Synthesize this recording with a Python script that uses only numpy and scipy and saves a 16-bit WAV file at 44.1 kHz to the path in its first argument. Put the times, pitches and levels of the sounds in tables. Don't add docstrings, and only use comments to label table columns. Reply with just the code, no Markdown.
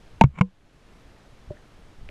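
import sys
import numpy as np
from scipy import signal
from scipy.fft import rfft, irfft, next_fast_len
from scipy.io import wavfile
from scipy.ndimage import uniform_filter1d, minimum_filter1d

SR = 44100
rng = np.random.default_rng(int(sys.argv[2]) if len(sys.argv) > 2 else 0)


def store_pcm(level_fs):
    pcm = np.round(np.clip(level_fs, -1, 1) * 32767).astype(np.int16)
    wavfile.write(sys.argv[1], SR, np.atleast_2d(pcm).T)


N = 92610


def amp(db):
    return 10 ** (np.asarray(db) / 20)


def unit(x):
    return x / np.sqrt(np.mean(x ** 2) + 1e-20)


def since(start_s):
    return np.maximum(np.arange(N) / SR - start_s, 0)


def filtered(x, response):
    size = next_fast_len(N + 8192)
    spectrum = rfft(x, size) * response(np.fft.rfftfreq(size, 1 / SR))
    return irfft(spectrum, size)[:N]


def curve_gain(hz, points):
    f, db = np.transpose(points)
    return amp(np.interp(np.log(hz + 1), np.log(f), db))


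def coloured(x, points):
    return unit(filtered(x, lambda hz: curve_gain(hz, points)))


def struck(force, points):
    size = 2048
    cepstrum = irfft(np.log(curve_gain(np.fft.rfftfreq(size, 1 / SR), points)))
    cepstrum[1:size // 2] *= 2
    cepstrum[size // 2 + 1:] = 0
    response = irfft(np.exp(rfft(cepstrum)))
    return signal.fftconvolve(force, response / np.linalg.norm(response))[:N]


def ring(start_s, hz, t60, rise):
    t = since(start_s)
    return np.sin(2 * np.pi * hz * t) * amp(-60 * t / t60) * (1 - np.exp(-t / rise))


RUSH_DB, PATCHY_DB = -55.5, 0.5
# f/Hz, relative level/dB
RUSH_COLOUR = [(60, -16), (110, -2), (240, -5.5), (400, -7.5), (800, -12.5), (1600, -16), (3300, -21),
               (6500, -29), (11000, -37), (14400, -47.5), (16000, -61)]
# f/Hz, relative level/dB
SWAY_COLOUR = [(15, -3.5), (30, -1.5), (60, -11), (130, -17), (250, -30), (600, -58.5), (2000, -120)]
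# t/s, level/dB
SWAY_LEVEL = [(0, -55), (.3, -37.5), (0.701, -53.5), (1.439, -52.5), (1.486, -39), (1.58, -53), (1.72, -57),
              (1.8, -48), (1.95, -54.5), (2.022, -40), (2.1, -45.5)]


def water():
    spectrogram = signal.stft(rng.standard_normal(N), nperseg=512)[2]
    field = uniform_filter1d(rng.standard_normal(spectrogram.shape), size=6, axis=0)
    field = uniform_filter1d(field, size=14, axis=1)
    patchy = signal.istft(spectrogram * amp(PATCHY_DB * unit(field)))[1][:N]
    rush = amp(RUSH_DB) * coloured(patchy, RUSH_COLOUR)
    sway_db = np.interp(np.arange(N) / SR, *np.transpose(SWAY_LEVEL))
    return rush + amp(sway_db) * coloured(rng.standard_normal(N), SWAY_COLOUR)


# t/s, level/dB
BUMPS = [(1.5053, -27), (2.09, -43.5)]
# f/Hz, level relative to the bump/dB, t60/s
BUMP_MODES = [(129, 4.5, .035), (376, 1, 0.04), (594, -1, 0.092), (710, -10, 0.015)]
# t/s, level/dB, f/Hz, t60/s
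SMALL_SOUNDS = [(1.57, -45.5, 1790, 0.029), (1.792, -42, 196, 0.064), (2.0897, -19.5, 2400, 0.0031)]


def bumps_and_small_sounds():
    out = np.zeros(N)
    for s, bump_db in BUMPS:
        for hz, mode_db, t60 in BUMP_MODES:
            out += amp(bump_db + mode_db) * ring(s, hz, t60, rise=0.0015)
    for s, db, hz, t60 in SMALL_SOUNDS:
        out += amp(db) * ring(s, hz, t60, rise=0.00032)
    return out


SLIPS_PER_S = 3400
# t of the peak/s, rise over 20 dB/s, fall over 20 dB/s, peak level/dB
SCRAPES = [(0.2458, .003, .003, -19.5), (.2585, 0.0022, 0.0052, -35), (.365, 0.055, 0.035, -39.5),
           (0.388, 0.011, 0.01, -24), (0.393, 0.024, 0.0043, -28.5)]
# f/Hz, relative level/dB
SCRAPE_COLOUR = [(60, 0), (170, 18), (330, -3), (700, -6.5), (1100, 3.5), (1800, -9.5), (2080, -7.5),
                 (2260, 3.5), (2520, -8.5), (3100, -14.5), (4700, -33.5), (5900, -30.5), (7200, -23.5),
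                 (9000, -39), (15000, -53)]


def scrapes():
    t = np.arange(N) / SR
    slips = rng.standard_normal(N) * (rng.random(N) < SLIPS_PER_S / SR)
    force = np.zeros(N)
    for peak_s, rise, fall, db in SCRAPES:
        force += amp(db - 20 * np.maximum((peak_s - t) / rise, (t - peak_s) / fall))
    return force * coloured(slips, SCRAPE_COLOUR)


AFTERSWAY_HZ, AFTERSWAY_T60 = 71, 0.21
# t/s, level/dB, f/Hz, t60/s, rise/s, aftersway level/dB
THUDS = [(0.2137, 6, 196, 0.079, .0005, -30), (.2406, 8.5, 134.3, 0.085, 0.00057, -12.5),
         (0.4092, 9, 143.5, 0.035, 0.0022, -28)]


def thuds():
    out = np.zeros(N)
    for s, db, hz, t60, rise, sway_db in THUDS:
        out += amp(db) * ring(s, hz, t60, rise)
        out += amp(sway_db) * ring(s, AFTERSWAY_HZ, AFTERSWAY_T60, rise)
    return out


CRACK_T60, GRIT_DB, SNAP_DB = 0.016, 5.5, 11.5
# f/Hz, relative level/dB
CRACK_COLOUR = [(60, -10.5), (400, 1.5), (1000, 8), (1800, -16.5), (2400, 0.5), (3500, -13), (4800, -27),
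                (5900, -19), (7500, -24.5), (8700, -33), (10000, -35), (11300, -30), (13000, -36.5),
                (16000, -41)]


def crack(start_s, top_hz):
    t = since(start_s)
    force = rng.standard_normal(N) * amp(GRIT_DB - 60 * t / CRACK_T60) * (t > 0)
    force[round(start_s * SR)] += amp(SNAP_DB)
    soft = signal.butter(3, top_hz, fs=SR, output="sos")
    return signal.sosfilt(soft, struck(force, CRACK_COLOUR))


HOLLOW_HZ = 1000
# f/Hz, level relative to the ring/dB, t60/s
HOUSING_MODES = [(295, -10, 0.013), (428, -9, 0.012), (727, -10.5, 0.022), (916, -2, 0.041),
                 (1092, 2.5, 0.011), (1422, -9, .02), (1588, -9.5, 0.016), (2204, -1, 0.02),
                 (2445, -18.5, .02), (2800, -15, 0.022), (3077, -17, .018), (3780, -27, 0.011),
                 (5720, -28, 0.013), (6880, -23.5, 0.0098)]
# f/Hz, level relative to the mount ring/dB, t60/s
MOUNT_MODES = [(186.2, 1, 0.12), (485.5, -15, 0.093), (1040, -28, 0.1)]
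# t/s, housing ring level/dB,
# extra level of the hollow low modes/dB, crack level/dB, top f of the crack/Hz, mount ring level/dB
KNOCKS = [(0.211, -0.5, 13, -4, 13020, -23.5), (0.2156, -6.5, 9, -15, 7380, -28),
          (.2380, -8.5, -9.5, -15.5, 9700, -19), (0.4106, 0.5, -11, -16, 10180, -1.5),
          (.4153, -12.5, -6.5, -21, 7100, -41)]


def knocks():
    out = np.zeros(N)
    for s, ring_db, hollow_db, crack_db, top_hz, mount_db in KNOCKS:
        for k, (hz, db, t60) in enumerate(HOUSING_MODES):
            level = ring_db + db + hollow_db * (hz < HOLLOW_HZ) + rng.normal(0, 1)
            out += (-1) ** k * amp(level) * ring(s, hz, t60, rise=0.0015)
        for hz, db, t60 in MOUNT_MODES:
            out += amp(mount_db + db) * ring(s, hz, t60, rise=0.003)
        out += amp(crack_db) * crack(s, top_hz)
    return out


def scene():
    return (knocks() + thuds() + scrapes() + bumps_and_small_sounds() + water())[None]


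DUCK_ABOVE_DB, DUCK_DB = -9.5, 9
DUCK_ATTACK_S, HOLD_S, RECOVER_DB_PER_S = 0.0046, 0.13, 23
TOP_HZ = 15600


def gain_control(x):
    t = np.arange(N) / SR
    over_db = np.clip(20 * np.log10(np.abs(x) + 1e-9) - DUCK_ABOVE_DB, 0, DUCK_DB)
    hold = int(HOLD_S * SR) | 1
    held_db = -minimum_filter1d(-over_db, hold, origin=hold // 2, mode="constant")
    recovered_db = RECOVER_DB_PER_S * t
    duck_db = np.maximum.accumulate(held_db + recovered_db) - recovered_db
    attack = int(DUCK_ATTACK_S * SR) | 1
    return x * amp(-uniform_filter1d(duck_db, attack, origin=-(attack // 2)))


def record(dry):
    x = gain_control(dry[0])
    clipped = x / (1 + np.abs(x) ** 8) ** (1 / 8)
    return filtered(clipped, lambda hz: hz < TOP_HZ)[None]


dry = scene()
out = record(dry)
store_pcm(out)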